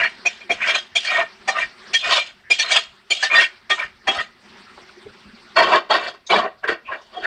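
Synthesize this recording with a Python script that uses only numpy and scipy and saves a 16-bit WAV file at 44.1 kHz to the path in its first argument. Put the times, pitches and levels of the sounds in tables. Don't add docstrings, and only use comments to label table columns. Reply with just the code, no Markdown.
import sys
import numpy as np
from scipy import signal
from scipy.fft import irfft
from scipy.io import wavfile
from scipy.ndimage import uniform_filter1d

SR = 44100
rng = np.random.default_rng(int(sys.argv[2]) if len(sys.argv) > 2 else 0)


def voltage_ratio(level):
    return 10 ** (np.asarray(level, float) / 20)


def bounce(signal):
    frames = np.transpose(np.atleast_2d(signal))
    limited = np.clip(frames, -1, 1)
    pcm = np.round(limited * 32767).astype(np.int16)
    wavfile.write(sys.argv[1], SR, pcm)


N = 320166
TIME = np.arange(N) / SR

# t/s, level/dB
HUM_LEVEL = [
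    (0.0, -42),
    (.33, -48),
    (1.0, -48.5),
    (1.38, -44),
    (1.9, -39),
    (2.4, -47.5),
    (4.4, -46.5),
    (5.4, -48),
    (7.26, -55),
]
# f/Hz, density/dB per Hz
HUM_SPECTRUM = [(140, -24.5), (215, -16), (300, -41.5), (365, 2.5), (450, -16.5), (700, -11), (1200, -7.5),
                (2000, -6.5), (3000, -13), (4600, -12.5), (5700, -19.5), (6700, -31), (8200, -29.5),
                (9800, -34)]
# f/Hz, width/Hz, level over the hum/dB
AIR_DRONES = [(215, 20, -11), (366, 18, -30)]
# t/s, level/dB
HAND_BUMPS = [(0.0, -51), (.27, -63), (.55, -52), (.93, -62), (1.18, -60), (1.64, -49), (2.08, -53),
              (3.86, -54), (4.08, -49), (4.18, -46), (4.77, -67), (5.07, -44), (5.27, -51), (5.57, -59),
              (5.66, -49), (5.74, -49), (6.39, -49), (6.7, -49.5), (6.9, -61), (7.22, -55)]

# t/s, level/dB, f/Hz, length/s, width as share of f
SLURPS = [(2.43, -38, 1800, 0.054, 0.15), (4.661, -37, 1330, 0.028, 0.16), (4.778, -30, 940, 0.0068, 0.66),
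          (6.27, -27, 3740, 0.0095, 0.049), (6.295, -13, 2228, 0.029, 0.015),
          (6.639, -12, 1590, 0.012, 0.17), (6.682, -10.5, 1510, 0.015, 0.42),
          (6.848, -29, 2560, 0.035, 0.11), (6.876, -26.5, 1050, 0.038, 0.13),
          (6.92, -20, 1610, 0.019, 0.13), (7.164, -23.5, 731, 0.021, 0.015),
          (7.246, -9.5, 1650, 0.018, 0.084)]
# t/s, level/dB, f/Hz, length/s, width as share of f
THUMPS = [(0.5, -23, 337, 0.017, 1), (3.71, -27.5, 363, 0.019, 0.23), (4.081, -21, 364, 0.023, 0.55),
          (4.783, -37, 366, 0.017, 0.39), (4.964, -33, 366, 0.012, 0.077), (5.056, -31, 412, 0.019, 0.2),
          (5.074, -44, 370, 0.0058, 0.069), (5.24, -38.5, 214, 0.032, 0.062),
          (5.335, -36.5, 215, 0.011, 0.033), (6.315, -20, 204, 0.034, 0.1),
          (6.65, -22.5, 458, 0.015, 0.066), (6.694, -11, 426, 0.0056, 0.21),
          (6.718, -12.5, 410, 0.0068, 0.27), (7.17, -28.5, 390, 0.022, 0.22)]
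# t/s, level/dB, f/Hz, length/s, width as share of f
CLINKS = [
    (1.945, -8.5, 3260, 0.025, 0.0072),
    (6.267, -31.5, 6360, 0.015, 0.047),
    (6.268, -34.5, 4870, 0.011, 0.22),
    (7.01, -47.5, 5330, 0.017, 0.18),
    (7.138, -30.5, 3270, 0.048, 0.012),
]

# t/s, length/s, belly level/dB, wall minus belly/dB, ladle minus belly/dB
PAN_PUSHES = [(5.566, 0.073, -10, 0, -10), (5.63, 0.12, -15.5, -3, -12), (5.72, 0.048, -8.5, -3, -11.5),
              (5.903, 0.051, -13, 0.5, -7), (5.935, 0.046, -17, -3, -8), (5.97, 0.057, -23.5, 0, -9.5),
              (6.03, 0.041, -26.5, 3.5, -4), (6.075, 0.011, -25.5, -2, -1.5), (6.14, 0.019, -41.5, 0.5, -8),
              (6.302, 0.09, -12, -3, -8), (6.38, 0.081, -18.5, -5, -21.5), (6.635, 0.019, -28, 2, -41),
              (6.678, 0.046, -22.5, 6.5, -8.5)]
# t/s, length/s, belly level/dB, wall minus belly/dB, ladle minus belly/dB
PAN_SPREADS = [
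    (6.875, .03, -45, 0, -17),
    (6.92, 0.032, -28.5, 5, -17),
    (7.145, 0.034, -35, -5, -8),
    (7.24, 0.029, -25.5, 5, -10),
]
# t/s, length/s, wall level/dB, belly minus wall/dB, ladle minus wall/dB
POT_DRAGS = [(0.005, 0.002, -14, -4, -16.5), (.032, 0.024, -16, -12.5, -27), (.616, 0.081, -18.5, -13, -12),
             (.676, 0.027, -15.5, -4.5, -4), (.75, 0.0029, -16.5, -2, -1.5),
             (1.055, 0.064, -22.5, -10.5, 0), (1.15, 0.06, -20.5, 1.5, -9), (1.555, 0.017, -25, -1, -18),
             (1.585, 0.035, -17, -9.5, -7), (2.05, 0.067, -20.5, 0, -1.5),
             (2.122, 0.011, -19.5, -11.5, 9.5), (2.162, 0.015, -19.5, 3.5, 6), (2.2, 0.1, -42, -10, 3.5),
             (2.63, 0.092, -28.5, -3.5, -4), (2.705, 0.0061, -19, -20, -1.5), (2.761, 0.0045, -15, -2, 5.5),
             (3.232, 0.02, -18.5, -25, 1), (3.312, 0.1, -16.5, -4.5, -12.5), (3.35, 0.08, -16, -16, -3.5),
             (3.775, 0.04, -27.5, -3.5, -4.5), (3.82, 0.016, -23, -10.5, -15), (4.125, 0.078, -27.5, 0, 0),
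             (4.195, 0.007, -20.5, -24, -10)]
# attack/dB per s, swell while held/dB per s, release/dB per s
PUSH_SLOPES = [(2500, -6, 470), (2500, -34, 490), (2500, -41, 490)]
SPREAD_SLOPES = [(500, 0.0037, 270), (500, 0, 830), (490, 0, 87)]
DRAG_SLOPES = [(600, 26, 490), (600, 84, 610), (604, 13, 363)]
RATTLE_SLOPES = [(1500, -150, 240), (1500, -200, 170), (1500, -100, 190)]

# f/Hz, width/Hz, level/dB
PAN_PEAKS = [(641, 31, 0), (840, 60, -1), (1110, 170, 0), (1860, 80, -7), (2340, 110, -11), (2660, 80, -13),
             (2940, 25, -11), (3070, 35, -11), (3260, 33, -9), (3380, 15, -13), (3560, 78, -15),
             (4410, 90, -20), (5360, 36, -26), (5630, 39, -29), (6090, 42, -30), (6270, 28, -29),
             (6690, 58, -35), (6920, 58, -35)]
POT_PEAKS = [(673, 42, -10), (1010, 85, -11), (1230, 54, -10), (1850, 41, 0), (2360, 180, -5),
             (2770, 37, -10), (3260, 39, -10), (3530, 42, -10), (3700, 28, -12), (4110, 64, -12),
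             (4410, 43, -18), (4790, 45, -17), (5710, 130, -24), (6390, 150, -29), (6690, 30, -27),
             (7140, 33, -31), (7490, 28, -29), (7780, 26, -32), (7950, 53, -29)]
# f/Hz, density/dB per Hz
PAN_RASP = [(100, -23), (200, -10), (290, 0), (400, 7.5), (900, 13), (1700, -21), (3000, -30),
            (4500, -21.5), (5200, -35), (7000, -45.5), (9200, -48), (10200, -61)]
POT_RASP = [(100, -22), (300, -11), (600, 5.5), (1200, 0.5), (2300, 7.5), (3600, -14), (4800, -17),
            (5400, -14.5), (7000, -23), (9200, -29.5), (10200, -31)]
STROKE_EDGES = (60, 1500, 2900, 12000)

# t/s, wall level/dB, then belly, ladle bowl and ladle edge minus wall/dB
RIM_KNOCKS = [
    (0.26, -13.5, -13, -8, -16.5),
    (0.412, -30.5, -23, -14, -29),
    (0.5028, -11.5, -9.5, -14, -25),
    (0.5151, -27, 8.5, -1.5, 0),
    (0.7443, -29, -5, 6, -19),
    (0.9604, -16.5, -10, 3, -2.5),
    (2.5094, -13, -11.5, 0.5, -8.5),
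    (3.1104, -16, -4, 3, -5.5),
]
# t/s, wall level/dB, then belly, ladle bowl and ladle edge minus wall/dB
WALL_KNOCKS = [
    (0.0368, -26.5, -13, -2, -50),
    (1.05, -41.5, -19, 17.5, 12),
    (1.485, -17.5, 5, -4.5, -3.5),
    (1.9419, -21, -35, 6.5, 1),
    (2.596, -22, -32.5, 7.5, 0),
    (2.7185, -27.5, 9, 13, 13),
    (3.2328, -23.5, 6.5, -3, 6.5),
    (3.706, -14, -6, -4, -13.5),
    (4.0804, -13, -2, -9.5, -16),
]
# f/Hz, level/dB, t60/s
RIM_MODES = [(690, 0, .05), (500, -9, .05), (370, -9, .05), (2390, 0, .1), (2480, -9, .08),
             (2200, -16, .06), (3260, 0, .11), (3070, -8, .08), (3520, -7, .09), (3700, -10, .08),
             (4100, -8, .07), (4370, -6, .08), (4860, -3, .07), (5200, -10, .08), (5650, 0, .1),
             (6080, -9, .06), (6350, -4, .06), (6990, -3, .06), (7300, -12, .07), (8500, -10, .06),
             (9150, -16, .05)]
WALL_MODES = [(770, 0, .07), (640, -4, .06), (1000, -6, .06), (1210, -3, .1), (1835, 0, .12),
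              (2090, -10, .07), (2350, -4, .09), (2490, -6, .06), (2700, -9, .08), (3270, 0, .11),
              (3500, -6, .07), (3690, -9, .08), (4100, -9, .07), (4380, -3, .08), (4800, 0, .08),
              (5650, -3, .1), (6200, -5, .06), (6580, -6, .06), (7030, -10, .07), (7950, -15, .06),
              (8520, -12, .06)]
KNOCK_EDGES = (1500, 2900, 4600)

# t/s, peak level/dB, f/Hz,
# length/s
POT_RINGS = [(0.023, -15.5, 1700, 0.023), (0.033, -16, 2370, 0.014), (0.042, -27, 4340, 0.026),
             (0.261, -25.5, 5630, 0.025), (0.259, -11.5, 2440, 0.011), (0.268, -8.5, 2485, 0.011),
             (0.266, -25.5, 6200, 0.0087), (0.504, -15, 2339, 0.016), (0.516, -16, 3260, 0.014),
             (0.62, -19.5, 2500, 0.029), (0.679, -15.5, 2350, 0.037), (0.745, -14, 2420, 0.0078),
             (0.748, -21, 4060, 0.026), (0.749, -25, 3250, 0.05), (0.962, -8, 2387, 0.013),
             (0.967, -18.5, 3490, 0.026), (0.968, -19.5, 3190, 0.019), (1.05, -23, 1796, 0.012),
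             (1.068, -25.5, 4370, 0.025), (1.071, -22.5, 3200, 0.013), (1.075, -21, 2337, 0.031),
             (1.096, -19.5, 2440, 0.026), (1.104, -21.5, 1870, 0.1), (1.143, -18, 1847, 0.053),
             (1.169, -15, 2240, 0.013), (1.185, -15.5, 672, 0.022), (1.201, -23, 1810, 0.047),
             (1.225, -23.5, 667, 0.019), (1.484, -24, 2360, 0.016), (1.485, -28, 1160, 0.031),
             (1.487, -15, 1802, 0.011), (1.555, -21, 1200, 0.03), (1.584, -17.5, 1827, 0.019),
             (1.606, -24.5, 2374, 0.038), (1.62, -21, 1850, 0.029), (1.94, -15.5, 2336, 0.017),
             (1.943, -17, 4370, 0.007), (1.945, -25, 5900, 0.016), (1.945, -13.5, 1824, 0.022),
             (2.029, -23, 2470, 0.063), (2.098, -25.5, 4530, 0.062), (2.105, -20.5, 1096, 0.03),
             (2.107, -23.5, 2330, 0.031), (2.111, -21.5, 1900, 0.044), (2.122, -13.5, 1065, 0.016),
             (2.126, -12.5, 4150, 0.0097), (2.134, -19.5, 3710, 0.036), (2.17, -15.5, 3460, 0.017),
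             (2.176, -19, 2375, 0.05),
             (2.512, -17, 5000, 0.014), (2.513, -6.5, 2382, 0.0093), (2.591, -18.5, 2384, 0.031),
              (2.591, -25.5, 6150, 0.027), (2.595, -20, 1787, 0.023), (2.597, -19.5, 3480, 0.016),
              (2.598, -21, 5700, 0.015), (2.597, -17.5, 4370, 0.029), (2.715, -13.5, 2300, 0.017),
              (2.721, -15, 3890, 0.011), (2.721, -16, 3590, 0.012), (2.721, -20.5, 1835, 0.036),
              (2.727, -26, 4860, 0.034), (2.761, -23, 782, 0.015), (2.76, -19, 2560, 0.017),
              (2.765, -18, 1730, 0.0134), (2.765, -27.5, 4740, 0.024), (2.765, -11, 3500, 0.016),
              (3.109, -12.5, 3170, 0.012), (3.109, -17, 3120, 0.014), (3.118, -8.5, 2356, 0.011),
              (3.168, -28.5, 3310, 0.066), (3.228, -10, 1718, 0.0092), (3.233, -23, 4430, 0.022),
              (3.234, -20.5, 1788, 0.048), (3.312, -14, 2415, 0.034), (3.336, -17.5, 1184, 0.035),
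              (3.34, -7.5, 2430, 0.0087), (3.349, -7.5, 1845, 0.037), (3.35, -16, 3530, 0.047),
              (3.357, -18, 4780, 0.022), (3.364, -18, 3990, 0.027), (3.376, -9.5, 1867, 0.034),
              (3.386, -12.5, 2740, 0.029), (3.414, -18, 3300, 0.032), (3.42, -20.5, 1850, 0.046),
              (3.436, -14.5, 2360, 0.016), (3.445, -20, 2730, 0.014), (3.706, -22.5, 1212, 0.036),
              (3.705, -16, 1850, 0.037), (3.709, -14.5, 3590, 0.012), (3.711, -15.5, 3284, 0.021),
              (3.828, -22, 1820, 0.019), (4.082, -21.5, 1830, 0.022), (4.082, -14, 3275, 0.034),
              (4.093, -19, 2660, 0.016), (4.1, -30.5, 791, 0.17), (4.186, -22.5, 3250, 0.014),
              (4.204, -24, 1862, 0.015)]
PAN_RINGS = [(5.568, -23, 4350, 0.037), (5.566, -25, 1480, 0.018), (5.574, -17, 2270, 0.032),
             (5.576, -19.5, 3260, 0.022), (5.577, -12.5, 661, 0.039), (5.601, -15, 1910, 0.013),
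             (5.636, -24.5, 3100, 0.035), (5.673, -24, 1960, 0.013), (5.729, -6, 986, 0.013),
             (5.732, -22, 2340, 0.025), (5.744, -17, 1685, 0.023), (5.767, -12.5, 1083, 0.018),
             (5.906, -13.5, 859, 0.02), (5.906, -20, 3270, 0.03), (5.907, -20, 1877, 0.0086),
             (5.908, -16.5, 4420, 0.024), (5.913, -15.5, 1320, 0.013), (5.936, -18, 1082, 0.02),
             (6.075, -36, 3270, 0.033), (6.304, -14.5, 2340, 0.014), (6.308, -22.5, 4100, 0.023),
             (6.32, -17, 3000, 0.015), (6.326, -10.5, 1102, 0.022), (6.327, -23, 3380, 0.033),
             (6.331, -6.5, 823, 0.0123), (6.34, -17.5, 3830, 0.012), (6.356, -13, 2337, 0.014),
             (6.356, -16.5, 1755, 0.016), (6.685, -20.5, 1580, 0.011), (6.885, -26.5, 1075, 0.032),
             (6.917, -26, 1650, 0.017)]


def unit(x):
    return x / np.sqrt(np.mean(x ** 2))


def smooth(x, length):
    return uniform_filter1d(uniform_filter1d(x, length), length)


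def walk(rate):
    hold = max(int(1000 / rate), 2)
    coarse = np.repeat(rng.standard_normal(3000), hold)[:8000]
    return 1.3 * np.interp(TIME, np.arange(8000) / 1000, smooth(coarse, hold))


def peak(x, hz, width):
    return signal.lfilter(*signal.iirpeak(hz, hz / np.clip(width, 36, hz), SR), x)


def band_pass(x, lo, hi):
    return signal.lfilter(*signal.butter(2, (lo, hi), "band", fs=SR), x)


def colour(spectrum, lo=1, hi=SR / 2):
    f = np.fft.rfftfreq(2048, 1 / SR)
    hz, db = np.transpose(spectrum)
    skirts = np.sqrt((1 + (lo / (f + 1)) ** 12) * (1 + (f / hi) ** 12))
    gain = voltage_ratio(np.interp(np.log(f + 1), np.log(hz), db)) / skirts
    response = np.roll(irfft(gain), 1024) * np.hanning(2048)
    return response / np.sqrt(np.sum(response ** 2))


def coloured_noise(n, *band):
    return signal.oaconvolve(rng.standard_normal(n), colour(*band), "same")


def burst(t, length):
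    u = np.clip(t / max(length, .008), 0, 40)
    return (u * np.exp(1 - u)) ** 2


def room_hum(ducked_db):
    noise = coloured_noise(N, HUM_SPECTRUM)
    sizzle = walk(25) + .6 * np.clip(walk(60), -1, 1.5)
    hum = np.zeros(N)
    for k, hz in enumerate(140 * 2 ** np.arange(0, 6.2, 1 / 3)):
        band = peak(peak(noise, hz, hz / 3), hz, hz / 3)
        hum += (-1) ** k * voltage_ratio(1.1 * sizzle + 2.9 * walk(45)) * band
    drone = np.zeros(N)
    for hz, width, db in AIR_DRONES:
        drone += voltage_ratio(db + 3 * walk(30)) * unit(peak(rng.standard_normal(N), hz, width))
    low_band = signal.butter(2, (22, 150), "band", fs=SR, output="sos")
    rumble = unit(signal.sosfilt(low_band, rng.standard_normal(N)))
    t, bump_s = TIME[::32], .021
    bumps = sum(voltage_ratio(db) * burst(t - s + bump_s, bump_s) for s, db in HAND_BUMPS)
    rumble *= voltage_ratio(-68 + 3 * walk(15)) + np.interp(TIME, t, bumps)
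    level_db = np.interp(TIME, *np.transpose(HUM_LEVEL)) + ducked_db
    return voltage_ratio(level_db) * (unit(hum) + drone) + rumble


def duck_db(metal):
    memory_s, full_depth_s = .083, 1.97
    threshold_db, slope, most_db = -34.5, 2.1, 7
    keep = np.exp(-1 / (memory_s * SR))
    power = signal.lfilter([1 - keep], [1, -keep], metal ** 2)
    loud_db = 10 * np.log10(power + 1e-12)
    return -np.clip(slope * (loud_db - threshold_db), 0, most_db) * np.clip(TIME / full_depth_s, 0, 1) ** 2


def tiles(x, t60, wet_db, hz):
    t = TIME[:SR // 2]
    tail = rng.standard_normal(len(t)) * np.exp(-np.log(1000) * t / t60) * np.clip(t / 0.0024, 0, 1)
    tail = signal.lfilter(*signal.butter(1, hz, fs=SR), tail)
    return x + voltage_ratio(wet_db) * signal.oaconvolve(x, tail / np.sqrt(np.sum(tail ** 2)))[:N]


def noise_puffs(table):
    out, t = np.zeros(N + SR), TIME[:SR // 3]
    for s, db, hz, length, share in table:
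        width = share * hz
        noise = unit(peak(peak(rng.standard_normal(len(t)), hz, width), hz, 3 * width))
        start = int((s - .1) * SR)
        out[start:start + len(t)] += voltage_ratio(db - 10) * burst(t - .094, length) * noise
    return out[:N]


def grit(lumpy_db):
    return unit(rng.standard_normal(N) * voltage_ratio(lumpy_db * (.45 * walk(90) + .75 * walk(330))))


def strokes(table, slopes):
    t = TIME[::32]
    s, length, db, second, third = np.array(table).T[:, :, None]
    forces = []
    for level_db, (attack, swell, release) in zip([db, db + second, db + third], slopes):
        held = np.clip(t - s, 0, length)
        shape_db = swell * (held - length / 2)
        shape_db = shape_db - attack * np.maximum(s - t, 0) - release * np.maximum(t - s - length, 0)
        force = np.sqrt(np.sum(voltage_ratio(level_db + shape_db) ** 2, axis=0))
        forces.append(np.interp(TIME, t, force))
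    return np.array(forces)


def scraped_body(forces, peaks, rasp, rasp_share, wander_db, lumpy_db):
    out = np.zeros(N)
    for force, lo, hi in zip(forces, STROKE_EDGES, STROKE_EDGES[1:]):
        push = force * grit(lumpy_db)
        ring, power = np.zeros(N), 0
        for hz, width, db in peaks:
            if lo <= hz < hi:
                gain = voltage_ratio(db + 1.1 * wander_db * walk(20) - 1.5)
                ring += gain * peak(peak(push, hz, width), hz, 300 + width)
                power += voltage_ratio(db) ** 2 * np.pi * max(width, 36) / SR
        share = np.clip(rasp_share, 0, 1) * (.9 if lo > 2000 else 1)
        out += np.sqrt((1 - share) / power) * ring
        cuts = np.geomspace(max(lo, 160), hi, 5)
        plain = signal.oaconvolve(push, colour(rasp, lo, hi), "same")
        for a, b in zip(cuts, cuts[1:]):
            out += np.sqrt(share) * voltage_ratio(.55 * wander_db * walk(60) - .3) * band_pass(plain, a, b)
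    return out


def pan_scrape():
    forces = np.hypot(strokes(PAN_PUSHES, PUSH_SLOPES), strokes(PAN_SPREADS, SPREAD_SLOPES))
    return scraped_body(forces, PAN_PEAKS, PAN_RASP, rasp_share=.92, wander_db=2.2, lumpy_db=2.5)


def biting_rings(table, flutter):
    out, t = np.zeros(N + SR), TIME[:SR // 4]
    for s, db, hz, length in table:
        u = t / np.clip(length / 1.5, .007, .06)
        noise = rng.standard_normal((2, len(t)))
        rough = unit(smooth(noise, 150))
        tone = (1 + flutter * (rough[0] + 1j * rough[1])) * np.exp(2j * np.pi * hz * t)
        start = int((s - .3 * length) * SR)
        out[start:start + len(t)] += voltage_ratio(db) * (u * np.exp(1 - u)) ** 3 * tone.imag
    return out[:N]


def knocks(table, modes, lead_s, spot_db, detune, crack_db):
    out, t = np.zeros(N + SR), TIME[:SR // 6]
    contact_s = .0115
    push = burst(t, contact_s)
    hz, mode_db, t60 = np.transpose(modes)
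    family = np.searchsorted(KNOCK_EDGES, hz)
    family_power = np.bincount(family, voltage_ratio(mode_db) ** 2)[family]
    ring_times = np.clip(.55 * t60, .03, .12)
    chance = rng.standard_normal((len(table), 3, len(hz)))
    for (s, db, belly, bowl, edge), (size, pitch, phase) in zip(table, chance):
        family_db = np.array([belly, 0, bowl, edge])[family]
        gain = voltage_ratio(db - 4.5 + family_db + mode_db + spot_db * size) / np.sqrt(family_power)
        low = coloured_noise(len(t), POT_RASP, 1, KNOCK_EDGES[1])
        high = coloured_noise(len(t), POT_RASP, KNOCK_EDGES[1], SR / 2)
        sound = voltage_ratio(db + crack_db) * burst(t, 1.19 * contact_s) * (low + voltage_ratio(bowl) * high)
        for f, g, ring_s, turn in zip(hz * (1 + detune * pitch), gain, ring_times, phase):
            swing = signal.lfilter([1], [1, -np.exp(-np.log(1000) / (ring_s * SR))], push)
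            flutter = 1 + .38 * unit(smooth(rng.standard_normal(len(t)), 130))
            sound += g * flutter * swing / swing.max() * np.sin(2 * np.pi * (f * t + turn))
        start = max(int((s - lead_s) * SR), 0)
        out[start:start + len(t)] += sound
    return out[:N]


def pot_knocks():
    rim = knocks(RIM_KNOCKS, RIM_MODES, lead_s=.0115, spot_db=3, detune=.004, crack_db=-13.5)
    wall = knocks(WALL_KNOCKS, WALL_MODES, lead_s=.012, spot_db=2, detune=.004, crack_db=-6.5)
    return rim + wall


def pot_scrape():
    late_s, length_s = .023, .014
    rattles = [(s + late_s, length_s, db - 20.5, belly + .5, bowl + 12.5)
               for s, db, belly, bowl, edge in RIM_KNOCKS + WALL_KNOCKS]
    wall, belly, ladle = np.hypot(strokes(POT_DRAGS, DRAG_SLOPES), strokes(rattles, RATTLE_SLOPES))
    return scraped_body([belly, wall, ladle], POT_PEAKS, POT_RASP, rasp_share=.9, wander_db=3, lumpy_db=3.5)


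def scene():
    metal = pot_scrape() + pan_scrape() + pot_knocks() + noise_puffs(SLURPS + THUMPS + CLINKS)
    sung = biting_rings(POT_RINGS + PAN_RINGS, flutter=.3)
    metal = sung + tiles(metal, t60=0.33, wet_db=-21.5, hz=4160)
    return (metal + room_hum(duck_db(metal)))[None]


def band_limit(x):
    return signal.sosfilt(signal.butter(12, 15480, fs=SR, output="sos"), x)


def record(dry):
    bent = np.tanh(dry) - dry
    rounded = dry + signal.filtfilt(*signal.butter(2, 300, "high", fs=SR), bent)
    cut = signal.sosfilt(signal.ellip(7, .5, 80, 9350, fs=SR, output="sos"), rounded)
    hiss = voltage_ratio(-77.5) * rng.standard_normal(dry.shape)
    fade = np.clip((N / SR - TIME) / .003, 0, 1)
    return band_limit(cut * fade + hiss)


dry = scene()
out = record(dry)
bounce(out)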